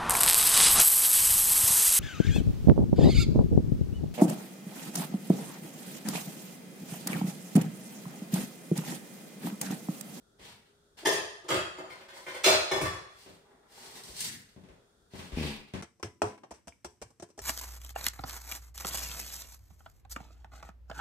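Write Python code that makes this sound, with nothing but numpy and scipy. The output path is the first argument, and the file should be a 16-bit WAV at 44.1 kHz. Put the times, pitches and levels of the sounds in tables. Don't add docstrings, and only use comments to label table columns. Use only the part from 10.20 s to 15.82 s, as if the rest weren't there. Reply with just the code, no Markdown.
import sys
import numpy as np
from scipy import signal
from scipy.fft import rfft, irfft
from scipy.io import wavfile
from scipy.ndimage import uniform_filter1d

SR = 44100
rng = np.random.default_rng(int(sys.argv[2]) if len(sys.argv) > 2 else 0)


def waveform_to_disk(signal):
    frames = np.transpose(np.atleast_2d(signal))
    scaled = np.clip(frames, -1, 1) * 32767
    samples = np.round(scaled).astype(np.int16)
    wavfile.write(sys.argv[1], SR, samples)


N = 247665
SIZE = 32768
AGE = np.arange(SIZE) / SR
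TIME = np.arange(N) / SR


def undb(db):
    return 10 ** (np.asarray(db) / 20)


def unit(x):
    return x / np.sqrt(np.mean(x ** 2) + 1e-30)


def at_hz(points, hz, axis=1):
    points = np.array(points, float)
    return np.interp(np.log(hz + 1e-3), np.log(points[:, 0]), points[:, axis])


def bins(x):
    return np.fft.rfftfreq(x.shape[-1], 1 / SR)


def colour(x, points):
    return irfft(rfft(x) * undb(at_hz(points, bins(x))), x.shape[-1])


def bands(x, edges, order=4):
    split = []
    for pair in zip(edges, edges[1:]):
        sos = signal.butter(order, pair, "band", fs=SR, output="sos")
        split.append(signal.sosfilt(sos, x + 1e-18))
    return split


def through(x, response):
    return signal.fftconvolve(np.atleast_2d(x), np.atleast_2d(response), axes=1)[:, :x.shape[-1]]


def add(out, s, x):
    i = int(s * SR)
    out[:, i:i + x.shape[1]] += x[:, :N - i]


# (f/Hz, correlation)
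LIKENESS = [(60, .96), (150, .95), (300, .8), (550, .35), (1000, 0), (4000, -.15), (12000, 0)]


def diffuse(size):
    mid, side = rfft(rng.standard_normal((2, size)))
    alike = at_hz(LIKENESS, np.fft.rfftfreq(size, 1 / SR))
    shared = mid * np.sqrt(1 + alike)
    opposed = np.array([[1], [-1]]) * side * np.sqrt(1 - alike)
    return unit(irfft(shared + opposed, size))


# (f/Hz, t60/s)
KITCHEN = [(80, 0.54), (260, 0.43), (700, 0.74), (1800, 0.68), (5000, 0.71), (9000, 0.49), (14000, 0.31)]


def kitchen(direct_db, early_db, early_s):
    centres = np.geomspace(60, 15000, 9)
    noise = rfft(diffuse(SIZE))
    tail = 0
    for hz, share in zip(centres, np.eye(len(centres))):
        band = irfft(noise * at_hz(np.c_[centres, share], bins(AGE)))
        tail = tail + band * np.exp(-np.log(1000) * AGE / at_hz(KITCHEN, hz))
    burst = undb(early_db) * np.exp(-AGE / early_s)
    response = unit(tail * (1 + burst)) / np.sqrt(SIZE)
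    response[:, 0] += undb(direct_db)
    return response


def ring(modes, bass_t60_s, room):
    out = 0
    for hz, db in modes:
        fade = np.exp(-np.log(1000) * AGE / bass_t60_s * (1 + hz / 12000))
        tone = fade * np.sin(2 * np.pi * hz * AGE)
        out = out + undb(db) * unit(through(room, tone))
    return unit(out)


def crack(decay_s):
    return unit(rng.standard_normal(SIZE) * np.exp(-AGE / decay_s))


def voiced(x, edges, levels_db, size=1500, order=4):
    out = 0
    for band, db in zip(bands(x, edges, order), levels_db):
        out = out + band * undb(db) / np.std(band[:, :size])
    return out


def stroke(start_s, rise_s, length_s, fade_db_per_s):
    age = TIME - start_s
    rise = np.clip(age / max(rise_s, .002), 0, 1)
    return rise * undb(-fade_db_per_s * np.maximum(age - length_s, 0))


# (f/Hz, gain/dB)
QUIET = [(15, -14), (25, -8), (52, -0.5), (75, -2.5), (274, -12.5), (378, -10), (1110, -21), (1380, -13.5),
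         (2170, -35), (3260, -32.5), (3530, -21.5), (4040, -26), (9810, -26), (11200, -28.5), (15500, -30)]
QUIET_DB = -64
# (f/Hz, width/Hz, level/dB)
FRIDGE = [(407.4, 7.5, -75.5), (1360, 47, -86.5), (3350, 210, -84)]


def background():
    out = undb(QUIET_DB) * unit(colour(diffuse(N), QUIET))
    for hz, width_hz, db in FRIDGE:
        edges = [hz - width_hz / 2, hz + width_hz / 2]
        out = out + undb(db) * unit(bands(diffuse(N), edges, order=2)[0])
    return out


# (start t/s, rise t/s, length t/s, rumble level/dB)
RUMBLE = [(0.178, 0.017, .16, -60), (3.498, 0.4, 0.52, -58.5), (4.004, 0.09, 0.16, -49)]
# (start t/s, rise t/s, length t/s, first f/Hz, last f/Hz, level/dB)
SCRAPES = [(3.991, 0.057, .11, 2450, 1838, -50), (5.158, 0.028, .13, 2440, 2570, -46),
           (5.16, .03, .1, 5540, 4710, -51.5)]
RUMBLE_FADE_DB_PER_S, SCRAPE_FADE_DB_PER_S = 134, 94.5


def runners(half_width_hz=260):
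    rumble = unit(bands(diffuse(N), [80, 240], order=3)[0])
    out = np.zeros((2, N))
    for s, rise_s, length_s, db in RUMBLE:
        out = out + rumble * undb(db) * stroke(s, rise_s, length_s, RUMBLE_FADE_DB_PER_S)
    sos = signal.butter(2, half_width_hz, fs=SR, output="sos")
    grit = signal.sosfilt(sos, rng.standard_normal((2, N)))
    for s, rise_s, length_s, first_hz, last_hz, db in SCRAPES:
        hz = np.interp(TIME, [s, s + length_s], [first_hz, last_hz])
        scrape = unit(grit * np.sin(2 * np.pi * np.cumsum(hz) / SR))
        out = out + scrape * undb(db) * stroke(s, rise_s, length_s, SCRAPE_FADE_DB_PER_S)
    return out


# (start t/s, rise t/s, length t/s, dull rub level/dB, rasp level/dB, hiss level/dB)
RUBS = [(0.183, 0.066, 0.12, -54, -52.5, -51), (0.768, 0.014, 0.052, -54, -54, -51.5),
        (1.658, 0.038, .2, -56.5, -62, -65), (1.922, 0.048, .22, -55, -60, -51),
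        (2.887, 0.14, 0.23, -64, -61, -55), (3.211, 0.091, 0.26, -60, -80, -90),
        (3.471, 0.19, 0.32, -50, -54.5, -46), (3.816, .08, 0.11, -57, -55.5, -45),
        (3.94, 0.068, 0.13, -53, -46, -33), (4.899, 0.095, 0.14, -53.5, -54.5, -51),
        (5.112, 0.099, 0.18, -45.5, -43.5, -45.5)]
RUB_FADE_DB_PER_S = [101, 100.5, 128.5]
# (f/Hz, gain/dB)
SWISH = [(180, -1.5), (300, -14), (431, -3.5), (468, -11.5), (526, -12.5), (922, -6), (1390, -17),
         (2170, -10), (3070, -8.5), (6570, -20.5), (8700, -17), (9930, -20), (15500, -17.5)]


def rubbing():
    edges = [250, 1500, 5000, 16000]
    slips = rng.standard_normal(N) * undb(2.4 * np.minimum(rng.exponential(1, N), 6))
    grip = undb(4.4 * unit(uniform_filter1d(rng.standard_normal(N), size=500)))
    room = kitchen(direct_db=-10.5, early_db=-0.5, early_s=0.0033)
    texture = through(colour(slips * grip, SWISH), room)
    out = 0
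    for k, (band, fade) in enumerate(zip(bands(texture, edges), RUB_FADE_DB_PER_S)):
        power = 0
        for s, rise_s, length_s, *levels_db in RUBS:
            power = power + (undb(levels_db[k]) * stroke(s, rise_s, length_s, fade)) ** 2
        out = out + unit(band) * np.sqrt(power)
    return out


# (t/s, sub level/dB, thud level/dB, body level/dB, tap level/dB)
STEPS = [(0.195, -57, -81, -56.5, -59), (3.061, -77, -60, -51.5, -57), (3.092, -83, -54.5, -55, -73),
         (3.885, -47.5, -61, -53, -68), (4.362, -70, -48, -53.5, -66), (4.437, -72, -53, -59.5, -63.5),
         (4.487, -52, -60.5, -53.5, -61.5), (4.935, -52, -43.5, -46.5, -55), (4.992, -63, -43, -48, -48),
         (5.12, -30.5, -45, -46, -51), (5.537, -58, -34.5, -39, -43.5)]
# (f/Hz, relative level/dB)
FLOOR = [(55, -43), (85, 5.5), (145, -0.5), (182, 6.5), (280, -11.5), (380, 2), (470, -14), (730, -17)]


def steps(contact_s=0.00022):
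    out = np.zeros((2, N))
    edges = [35, 70, 280, 900, 15000]
    near = kitchen(direct_db=0, early_db=0, early_s=.015)
    floor = ring(FLOOR, bass_t60_s=0.21, room=near)
    tap_room = kitchen(direct_db=-14.5, early_db=-17, early_s=0.013)
    tap = unit(through(tap_room, np.exp(-AGE / contact_s)))
    for s, *levels_db in STEPS:
        add(out, s, voiced(floor + undb(2) * tap, edges, levels_db, order=3))
    return out


LEAD_S = .009


def contacts(spread_s, scatter_db, graze_db, bounce_db, count=14):
    graze, bounce = rng.uniform(0, 1, count), rng.uniform(0, 2, count)
    delay = np.r_[LEAD_S, LEAD_S * graze, LEAD_S + bounce * spread_s]
    force = np.r_[undb(graze_db) * graze, undb(bounce_db) * np.exp(-bounce / 2)]
    force = force * undb(scatter_db * rng.standard_normal(len(force)))
    force = force * rng.choice([-1, 1], len(force))
    return np.bincount((delay * SR).astype(int), np.r_[1, force], SIZE)


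def heap(decay_s, count=170):
    spikes = np.zeros(SIZE // 2 + 1)
    hz = rng.uniform(900, 15500, count)
    spikes[(hz * SIZE / SR).astype(int)] = rng.rayleigh(1, count)
    phases = np.exp(2j * np.pi * rng.random(len(spikes)))
    return unit(irfft(spikes * phases) * np.exp(-AGE / decay_s))


JOSTLE_FROM_S, JOSTLE_TO_S, JOSTLE_SCATTER_DB = 1.3, 2.4, 3
# (thud level/dB, tray level/dB, steel level/dB, bright level/dB)
JOSTLE_DB = [-72.5, -58.5, -55.5, -67]


def jostles(count=7):
    chance = rng.random((count, 2))
    slots = (np.arange(count) + chance[:, 0]) / count
    times = JOSTLE_FROM_S + (JOSTLE_TO_S - JOSTLE_FROM_S) * slots
    rows = []
    for s, u in zip(times, chance[:, 1]):
        rows.append((s, *(np.array(JOSTLE_DB) + JOSTLE_SCATTER_DB * (2 * u - 1))))
    return rows


# (t/s, cabinet thud level/dB, tray level/dB, steel level/dB, bright level/dB)
CLATTER = [(0.832, -62, -46.5, -72.5, -72.5), (0.858, -47, -31, -26.5, -29), (0.87, -64, -26, -64.5, -30),
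           (0.925, -50.5, -67, -37, -33), (0.981, -58.5, -43, -50, -51), (1.244, -69, -49.5, -59, -64),
           (1.289, -50, -38.5, -35.5, -36), (1.304, -39, -31, -29, -35), (1.343, -42, -33, -34.5, -37.5),
           (1.585, -57.5, -41.5, -47.5, -54), (1.704, -63, -54.5, -48, -53.5),
           (1.81, -71.5, -58, -56.5, -61.5), (1.888, -71.5, -60, -52, -55.5),
           (1.966, -72.5, -55.5, -52, -64), (2.066, -62, -47, -41.5, -55.5),
           (2.085, -63.5, -48.5, -46.5, -49), (2.147, -66, -45.5, -43.5, -47),
           (2.243, -59, -37.5, -26.5, -21), (2.263, -43, -20, -28.5, -22), (2.284, -45, -41, -27.5, -27.5),
           (2.327, -49.5, -27, -33.5, -31.5), (2.516, -42.5, -28.5, -31.5, -34), (2.56, -48, -32, -46, -43),
           (2.614, -32.5, -33, -38, -36), (2.653, -74, -49, -35, -40.5), (2.73, -65, -45.5, -63, -53)]
# (f/Hz, relative level/dB)
LADLE = [(419.9, -39.5), (667.5, -45), (1250, -51.5), (1815, -41.5), (2498, -56), (2708, -48),
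         (2945, -77.5), (3128, -54.5), (3359, -51), (3801, -78), (4226, -93.5), (4716, -49.5),
         (5136, -51.5), (5577, -59), (5792, -73.5), (5992, -52.5), (6342, -78), (6535, -54), (6745, -65),
         (7160, -55.5), (7461, -72), (7897, -86), (8274, -59), (8726, -58), (8856, -71), (9345, -52),
         (10718, -74), (11466, -61.5), (12742, -58.5), (13399, -53)]
# (f/Hz, relative level/dB)
SPATULA = [(371.4, -40.5), (602.9, -48), (1233, -42.5), (2110, -60), (2492, -74), (2670, -71.5),
           (3241, -56), (3854, -70), (4301, -58), (4748, -55.5), (5259, -71), (5475, -88), (5782, -94),
           (6202, -70.5), (6756, -59), (6982, -57), (7262, -57), (8134, -72), (8839, -64), (9076, -64),
           (9318, -78), (10013, -69), (10497, -86.5), (10799, -78), (11289, -82), (11488, -88.5)]
# (f/Hz, relative level/dB)
SPOON = [(409.1, -65), (559.9, -53.5), (651.4, -66.5), (1012, -54.5), (1448, -74), (1513, -66.5),
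         (1949, -67.5), (2078, -57.5), (2121, -64), (2353, -77), (3085, -68), (3354, -69), (3865, -79.5),
         (4258, -68.5), (4608, -78), (5114, -80), (5448, -88), (5825, -82.5)]
# (f/Hz, relative level/dB)
CUTLERY = [(382.2, -38.5), (624.5, -31), (1238, -35), (1432, -34), (1911, -42), (2202, -49), (2552, -44),
           (2659, -42), (3295, -53.5), (3391, -48), (4016, -48.5), (4183, -43), (4673, -59), (4899, -48.5),
           (5076, -62), (5459, -62), (5545, -47.5), (6002, -52), (6212, -57), (6648, -49.5), (6858, -68.5),
           (6971, -56), (7106, -66), (7316, -54.5), (7477, -71), (7935, -58), (8134, -56), (9060, -59.5),
           (9496, -69), (10029, -63.5)]
# (f/Hz, relative level/dB)
TONGS = [(382.2, -43), (1147, -34.5), (1793, -40), (2207, -46), (2460, -89), (3418, -49.5), (4215, -61),
         (4721, -59), (4920, -74), (5082, -77), (5233, -54), (5582, -58), (5954, -60), (6309, -78),
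         (6530, -56), (7176, -75.5), (7321, -74), (7725, -115), (8134, -86), (8274, -66), (8893, -79),
         (9480, -83)]
# (from t/s, its table of tones)
ON_TOP = [(0, LADLE), (1.2, SPATULA), (1.69, SPOON), (2.22, CUTLERY), (2.5, TONGS)]
# (f/Hz, relative level/dB)
TRAY = [(380, -1), (402, 0), (526, 5.5), (576, 2), (622, 3), (690, -8.5), (845, 2.5)]
# (f/Hz, gain/dB)
CRASH = [(180, -48.5), (300, -21), (384, 4.5), (453, -14.5), (641, 1.5), (937, -9.5), (1240, -6.5),
         (1460, -4), (2000, -10), (2650, -12.5), (2980, -19), (3400, -19.5), (5660, -21.5), (9000, -24.5),
         (15500, -24)]
BOUNCE_SPREAD_S = .015


def drawer():
    out = np.zeros((2, N))
    edges = [300, 900, 3500, 16000]
    room = kitchen(direct_db=-8.5, early_db=-7.5, early_s=0.045)
    tray = ring(TRAY, bass_t60_s=.04, room=kitchen(direct_db=-3, early_db=-3, early_s=.02))
    utensils = [(s, ring(modes, bass_t60_s=0.088, room=room)) for s, modes in ON_TOP]
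    for s, thud_db, *levels_db in CLATTER + jostles():
        steel = [sound for start, sound in utensils if start <= s][-1]
        knocks = contacts(BOUNCE_SPREAD_S, scatter_db=6, graze_db=-12.5, bounce_db=-17.0)
        clang = through(undb(-5.0) * tray + steel, knocks)
        jingle = crack(decay_s=0.0019) + undb(-4.0) * heap(decay_s=0.011)
        jingle = colour(jingle, CRASH) * (AGE < .5)
        rattle = contacts(BOUNCE_SPREAD_S, scatter_db=1.5, graze_db=-10, bounce_db=-4.5)
        jingle = through(through(room, jingle), rattle)
        clash = unit(clang) + undb(-2) * unit(jingle)
        add(out, s - LEAD_S, voiced(clash, edges, levels_db))
        boom = signal.lfilter([1], [1, -np.exp(-2 * np.pi * 110 / SR)], crack(decay_s=0.006))
        add(out, s, voiced(through(room, boom), [62, 190], [thud_db]))
    return out


# (t/s, peak level/dB)
SNAPS = [(3.8357, -31), (4.0057, -16)]


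def snaps():
    out = np.zeros((2, N))
    room = kitchen(direct_db=-7, early_db=6.0, early_s=0.0095)
    for s, peak_db in SNAPS:
        burst = bands(crack(decay_s=0.0027), [3800, 13000], order=2)[0]
        tick = through(burst, room)
        add(out, s, tick / np.abs(tick).max() * undb(peak_db))
    return out


# (f/Hz, relative level/dB)
DRAGGED = [(72, -8), (100, -3), (145, -3), (208, 11), (275, 0.5), (350, -5.5), (468, -10.5)]
JUDDER_S, JUDDER_RISE_S, JUDDER_LENGTH_S = 5.16, 0.014, 0.093
JUDDER_DB, JUDDER_FADE_DB_PER_S = -29, 133


def judder(slip_hz=74.8, scatter_db=2, count=11):
    periods = (1 + .05 * rng.standard_normal(count)) / slip_hz
    force = undb(scatter_db * rng.standard_normal(count))
    jolts = np.bincount((np.cumsum(periods) * SR).astype(int), force, SIZE)
    room = kitchen(direct_db=0, early_db=3, early_s=.015)
    knock = ring(DRAGGED, bass_t60_s=.055, room=room)
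    drum = through(knock, jolts)
    drum = drum / np.sqrt(uniform_filter1d(np.mean(drum ** 2, axis=0), size=2000) + 1e-4)
    out = np.zeros((2, N))
    add(out, JUDDER_S, drum)
    push = stroke(JUDDER_S, JUDDER_RISE_S, JUDDER_LENGTH_S, JUDDER_FADE_DB_PER_S)
    return out * undb(JUDDER_DB) * push


def scene():
    return background() + runners() + rubbing() + steps() + drawer() + snaps() + judder()


# (f/Hz, gain/dB, left minus right/dB)
PHONE = [(59.5, -8, 3.5), (226, -2, 3.5), (500, -1.5, -0.5), (1020, -4.5, 1.5), (1940, 0, 0.5),
         (4250, -2, 0), (7260, -4, -3.5), (9290, -5, 11), (9900, -7.5, 2.5), (15000, -12.5, 1.5)]
TOP_HZ = 15600


def record(dry):
    hz = bins(dry)
    tilt = np.array([[.5], [-.5]]) * at_hz(PHONE, hz, axis=2)
    coloured = irfft(rfft(dry) * undb(at_hz(PHONE, hz) + tilt), N)
    return signal.sosfilt(signal.ellip(10, .2, 70, TOP_HZ, fs=SR, output="sos"), coloured)


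dry = scene()
out = record(dry)
waveform_to_disk(out)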